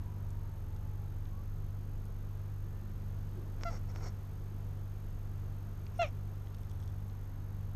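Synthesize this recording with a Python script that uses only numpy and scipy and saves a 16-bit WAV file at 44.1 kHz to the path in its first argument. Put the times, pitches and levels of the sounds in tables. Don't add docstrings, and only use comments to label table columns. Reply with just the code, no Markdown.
import sys
import numpy as np
from scipy import signal
from scipy.fft import rfft, irfft
from scipy.io import wavfile
from scipy.ndimage import uniform_filter1d

SR = 44100
rng = np.random.default_rng(int(sys.argv[2]) if len(sys.argv) > 2 else 0)


def pcm_store(signal):
    levels = np.round(np.clip(np.atleast_2d(signal), -1, 1) * 32767)
    wavfile.write(sys.argv[1], SR, levels.astype(np.int16).T)


N = 341775
TIME = np.arange(N) / SR
FREQ = np.fft.rfftfreq(N, 1 / SR) + 1e-3
TOP_HZ = 14950

# centre_hz, width_hz, relative_db
OPEN_FORMANTS = [(445, 560, 11), (865, 410, 6.5), (1360, 430, 5.5), (2020, 600, 1), (3200, 2000, -16)]
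# centre_hz, width_hz, relative_db
OPEN_HISS = [(4540, 650, -5.5), (5340, 600, -9), (5530, 550, 3.5), (6500, 630, -3), (7700, 1200, -12.5)]


def voice(jitter, end_jitter, shimmer_db, harmonics=12):
    # frequency_hz, relative_db
    chirp_response = [(680, 0.5), (1360, -0.5), (2040, -10.5), (2720, -22), (3400, -29), (4080, -26),
                      (4760, -21), (5440, -26), (6800, -32), (8100, -44)]
    mew_response = [(690, 2), (1380, -11), (2080, -18), (2450, -4), (2780, -12), (3460, -20.5), (4150, -23),
                    (4850, -47), (5300, -47), (5560, -27), (6200, -37), (8300, -47)]
    # start_s, length_s, top_pitch_hz, fall_share, level_db, release_s, tilt_db_per_octave, jaw
    calls = [(3.6476, 0.062, 686, 0.047, -39, 0.031, 0.5, "open"),
             (5.9882, .083, 694, .31, -30, 0.058, 0.84, "shut")]
    attack_s, dull_db_per_octave, brighten_s = 0.0095, 6.5, 0.0096
    crest_share = .18
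    rasp_db, rasp_hz, rasp_width_hz = -11, 2700, 650
    throats = {"open": chirp_response, "shut": mew_response}
    out, k = np.zeros(N), np.arange(1, harmonics + 1)[:, None]
    for start_s, length_s, top_hz, fall, db, release_s, bright_db, jaw in calls:
        t = TIME[:int(length_s * SR)]
        wobble, shimmer = walk(340)[:len(t)], walk(140)[:len(t)]
        leak = noise(resonance(rasp_hz, rasp_width_hz))[:len(t)]
        sag = ((t / length_s - crest_share) / (1 - crest_share)) ** 2
        pitch_hz = top_hz * (1 - fall * sag)
        phase = 2 * np.pi * np.cumsum(pitch_hz * (1 + (jitter + end_jitter * sag) * wobble)) / SR
        tilt_db = bright_db - dull_db_per_octave * np.exp(-t / brighten_s)
        gains = undb(np.interp(k * pitch_hz, *np.transpose(throats[jaw])) + tilt_db * np.log2(k))
        tone = np.sum(gains * np.sin(k * phase), axis=0) / np.sqrt(np.sum(gains ** 2, axis=0) / 2)
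        rasp = undb(rasp_db) * np.sqrt(fall * sag) * (1 + np.cos(phase)) * leak
        envelope = ease(t / attack_s) * ease((length_s - t) / release_s)
        add(out, start_s, (tone + rasp) * envelope * undb(db + shimmer_db * shimmer))
    return out


def whisper(flutter):
    # centre_hz, width_hz, relative_db
    shut_formants = [(630, 240, 4), (1320, 290, -4), (2340, 790, -4), (3380, 750, -14)]
    shut_hiss = [(5500, 600, 7), (6300, 1100, 0), (7300, 1000, -14)]
    # start_s, length_s, rush_db, hiss_db, jaw
    puffs = [(3.610, 0.079, -57, -65.5, "open"), (3.694, 0.08, -50.5, -61.5, "open"),
             (3.882, 0.032, -57, -67.5, "open"), (3.942, 0.047, -57, -65.5, "open"),
             (3.999, 0.042, -53.5, -64, "open"), (4.026, 0.024, -51.5, -59, "open"),
             (4.051, 0.032, -49, -57.5, "open"), (5.942, .075, -68, -71, "shut"),
             (6.013, 0.066, -47.5, -64.5, "shut")]
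    attack_s, decay_s, rush_sag_db_per_s = 0.0094, 0.01, 74
    air = {"open": (formant_noise(OPEN_FORMANTS), formant_noise(OPEN_HISS)),
           "shut": (formant_noise(shut_formants), formant_noise(shut_hiss))}
    out, t = np.zeros(N), TIME[:SR // 4]
    for start_s, length_s, rush_db, hiss_db, jaw in puffs:
        rush, hiss = (np.roll(sound, -rng.integers(N))[:len(t)] for sound in air[jaw])
        flow = ease(t / attack_s) * np.exp(-np.maximum(t - length_s, 0) / decay_s)
        add(out, start_s, flow * (undb(rush_db - rush_sag_db_per_s * t) * rush + undb(hiss_db) * hiss))
    return out * unit(1 + flutter * np.tanh(walk(300)))


def smacks(wet_db, wet_s, cutoff_hz):
    # frequency_hz, relative_db, t60_s
    modes = [(706, 3.5, 0.0015), (1510, 2.5, 0.003), (2140, -3, 0.0044), (3040, 4, 0.0012),
             (4270, -9, 0.0025), (5050, -3, 0.0079), (5530, -11.5, 0.02), (6240, -33, 0.0028),
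             (7600, -21, .004)]
    # start_s, peak_db, tilt_db_per_octave, mode_frequency_ratio
    snaps = [(3.6112, -38, -7, 1), (3.6351, -24.5, 0, 1), (3.9606, -31, -6, 1), (4.0413, -44, 0, 1),
             (6.0182, -27.5, -2.5, 1.2), (6.0290, -27, -2.5, 1.15)]
    out, t = np.zeros(N), TIME[:SR // 20]
    fizz = formant_noise(OPEN_FORMANTS + OPEN_HISS)
    low_pass = signal.butter(8, cutoff_hz, fs=SR, output="sos")
    for start_s, db, tilt_db, ratio in snaps:
        ring = sum(undb(mode_db + tilt_db * np.log2(hz / 1000) - 60 * t / t60_s)
                   * np.sin(2 * np.pi * hz * ratio * t) for hz, mode_db, t60_s in modes)
        ring = signal.sosfilt(low_pass, ring)
        tail = undb(wet_db) * np.exp(-t / wet_s) * fizz[int(start_s * SR):][:len(t)]
        add(out, start_s, undb(db) * (tail - ring / np.abs(ring).max()))
    return out


def stirring(spread, t60_s):
    # start_s, peak_db, centre_hz
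    ticks = [(.3043, -50.5, 6500), (.7628, -54, 5000), (1.255, -54, 2600), (2.054, -52, 7500),
             (5.866, -48, 3000), (6.471, -51, 2840), (6.5465, -52.5, 3600), (6.6163, -53, 13000),
             (6.6968, -56, 5000), (6.877, -50.5, 4500), (7.0804, -52, 10000), (7.098, -55, 3800)]
    out, t = np.zeros(N), TIME[:SR // 20]
    for start_s, db, hz in ticks:
        edges_hz = [hz / (1 + spread), min(hz * (1 + spread), TOP_HZ)]
        band = signal.butter(2, edges_hz, "band", fs=SR, output="sos")
        tick = signal.sosfilt(band, rng.standard_normal(len(t)) * undb(-60 * t / t60_s))
        add(out, start_s, undb(db) * tick / np.abs(tick).max())
    return out


def fur(grains_per_s, grain_s):
    # time_s, level_db
    brushing = [(6.4, -86), (6.65, -76.5), (6.85, -71.5), (6.95, -82), (7.3, -80)]
    gate, db = curves(brushing)
    hiss = formant_noise([(3380, 650, 6), (5600, 1300, 0), (8500, 3000, -5), (12500, 3500, -14)])
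    snags = (rng.random(N) < grains_per_s / SR) * rng.random(N)
    grains = signal.fftconvolve(snags, np.exp(-TIME[:SR // 20] / grain_s))[:N]
    return gate * undb(db) * unit(hiss * grains)


def nose_whistle():
    # time_s, pitch_hz, level_db
    glide = [(5.970, 8900, -85), (5.981, 8820, -65), (5.988, 8760, -67), (5.993, 8720, -85)]
    return thin_tone(glide, waver=.001)


def alcove(x, pane_s, pane_db, room_db, t60_s):
    t = TIME[:SR // 2]
    response = rng.standard_normal(len(t)) * undb(-60 * t / t60_s)
    response *= undb(room_db) / np.linalg.norm(response)
    response[0] += 1
    add(response, pane_s, undb(pane_db) * np.hanning(5) / 2)
    return signal.fftconvolve(x, response)[:N]


def motor(drift_rad, beat_hz, beat_db, crest_s):
    # frequency_hz, rms_db
    partials = [(49.3, -54), (98.6, -42.5), (147.9, -54), (197.2, -71), (246.5, -70.5)]
    hum = sum(undb(db) * np.sin(2 * np.pi * (hz * TIME + rng.random()) + drift_rad * walk(0.66))
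              for hz, db in partials)
    beat = undb(beat_db * np.cos(2 * np.pi * beat_hz * (TIME - crest_s)))
    return np.sqrt(2) * hum * beat


def room(hiss_db, wander_db):
    # centre_hz, width_hz, rms_db
    modes = [(18.5, 3.4, -70), (32.6, 29, -54), (79.6, 1.02, -51), (200.6, 3.1, -62), (255.7, 34, -70.5)]
    # frequency_hz, relative_db
    spectrum = [(12, -85.5), (40, -68), (60, -67.5), (110, -74), (160, -71), (220, -78.5), (400, -80),
                (600, -86.5), (1300, -90.5), (2200, -100), (5000, -106), (10000, -111), (12000, -112),
                (14500, -109)]
    boom = sum(undb(db) * noise(resonance(hz, width_hz)) for hz, width_hz, db in modes)
    hz, db = np.transpose(spectrum)
    hiss = noise(undb(np.interp(np.log(FREQ), np.log(hz), db)) * (FREQ > hz[0]))
    return boom + hiss * undb(hiss_db + wander_db * walk(0.5))


def rumble(hz, wander_db):
    # time_s, level_db
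    levels = [(0, -48), (.6, -42), (5.3, -44.5), (5.8, -48), (7.75, -45)]
    _, db = curves(levels)
    wander = undb(wander_db * walk(4))
    return undb(db) * unit(wander * np.sin(2 * np.pi * hz * TIME + 0.47 * walk(1.2)))


def bump():
    # time_s, level_db
    levels = [(3.30, -75), (3.385, -51.5), (3.42, -59.5), (3.52, -73)]
    return swell(levels, hz=351, width_hz=54)


def far_whine(flicker_db):
    # time_s, pitch_hz, level_db
    glide = [(0, 1000, -71), (1.05, 820, -70.5), (1.30, 1060, -84), (1.33, 1088, -62.5),
             (1.41, 1155, -64.5), (1.46, 1190, -79), (2.5, 1670, -80), (2.83, 1790, -75), (3.0, 1830, -90)]
    return thin_tone(glide, waver=0.0089) * unit(undb(flicker_db * walk(31)))


def traffic():
    # time_s, level_db
    levels = [(0, -72), (1, -72), (2.5, -81), (5.5, -73), (6.6, -72), (7.2, -68.5), (7.75, -70)]
    return swell(levels, hz=875, width_hz=550)


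def camera_whine(hz, waver_hz, db, suboctave_db, readout_hz, duty):
    cycle = (TIME * readout_hz - .7) % 1
    bursts = uniform_filter1d((cycle < duty) * 1., SR // 700)
    phase = 2 * np.pi * np.cumsum(hz + waver_hz * walk(170)) / SR
    return np.sqrt(2) * bursts * (undb(db) * np.sin(phase) + undb(suboctave_db) * np.sin(phase / 2))


def thin_tone(glide, waver):
    gate, hz, db = curves(glide)
    phase = 2 * np.pi * np.cumsum(hz * (1 + waver * walk(56))) / SR
    return gate * np.sqrt(2) * undb(db) * np.sin(phase)


def swell(levels, hz, width_hz):
    gate, db = curves(levels)
    return gate * undb(db) * noise(resonance(hz, width_hz))


def formant_noise(formants):
    power = sum(undb(db) ** 2 * resonance(hz, width_hz) ** 4 for hz, width_hz, db in formants)
    return noise(np.sqrt(power))


def resonance(hz, width_hz):
    return 1 / (1 + ((FREQ ** 2 - hz ** 2) / (FREQ * width_hz * np.pi / 2)) ** 2)


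def noise(gain):
    return unit(irfft(rfft(rng.standard_normal(N)) * gain, N))


def walk(rate_hz):
    return noise(np.exp(-(FREQ / rate_hz) ** 2))


def curves(table):
    times_s, *columns = np.transpose(table)
    gate = (TIME >= times_s[0]) & (TIME <= times_s[-1])
    return [gate] + [np.interp(TIME, times_s, column) for column in columns]


def ease(x):
    return np.sin(np.pi / 2 * np.clip(x, 0, 1)) ** 2


def add(out, start_s, sound):
    i = int(start_s * SR)
    out[i:i + len(sound)] += sound[:N - i]


def undb(db):
    return 10 ** (np.asarray(db) / 20)


def unit(x):
    return x / np.sqrt(np.mean(x ** 2))


def scene():
    cat = voice(jitter=.004, end_jitter=.012, shimmer_db=.6)
    cat += smacks(wet_db=-30, wet_s=0.0017, cutoff_hz=7500)
    cat += stirring(spread=0.44, t60_s=0.013) + fur(grains_per_s=130, grain_s=0.0014)
    cat += whisper(flutter=0.2) + nose_whistle()
    near = alcove(cat, pane_s=.0014, pane_db=-24, room_db=-26, t60_s=.25)
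    outside = far_whine(flicker_db=2.1) + traffic()
    indoors = motor(drift_rad=0.084, beat_hz=1.353, beat_db=1.5, crest_s=0.26)
    indoors += room(hiss_db=-53, wander_db=0.56) + rumble(hz=27.94, wander_db=1.5) + bump()
    whine = camera_whine(hz=12890, waver_hz=55, db=-71.0, suboctave_db=-76.5, readout_hz=47.945, duty=.42)
    return (near + outside + indoors + whine)[None]


def record(dry):
    return signal.sosfilt(signal.ellip(10, .1, 80, TOP_HZ, fs=SR, output="sos"), dry)


dry = scene()
out = record(dry)
pcm_store(out)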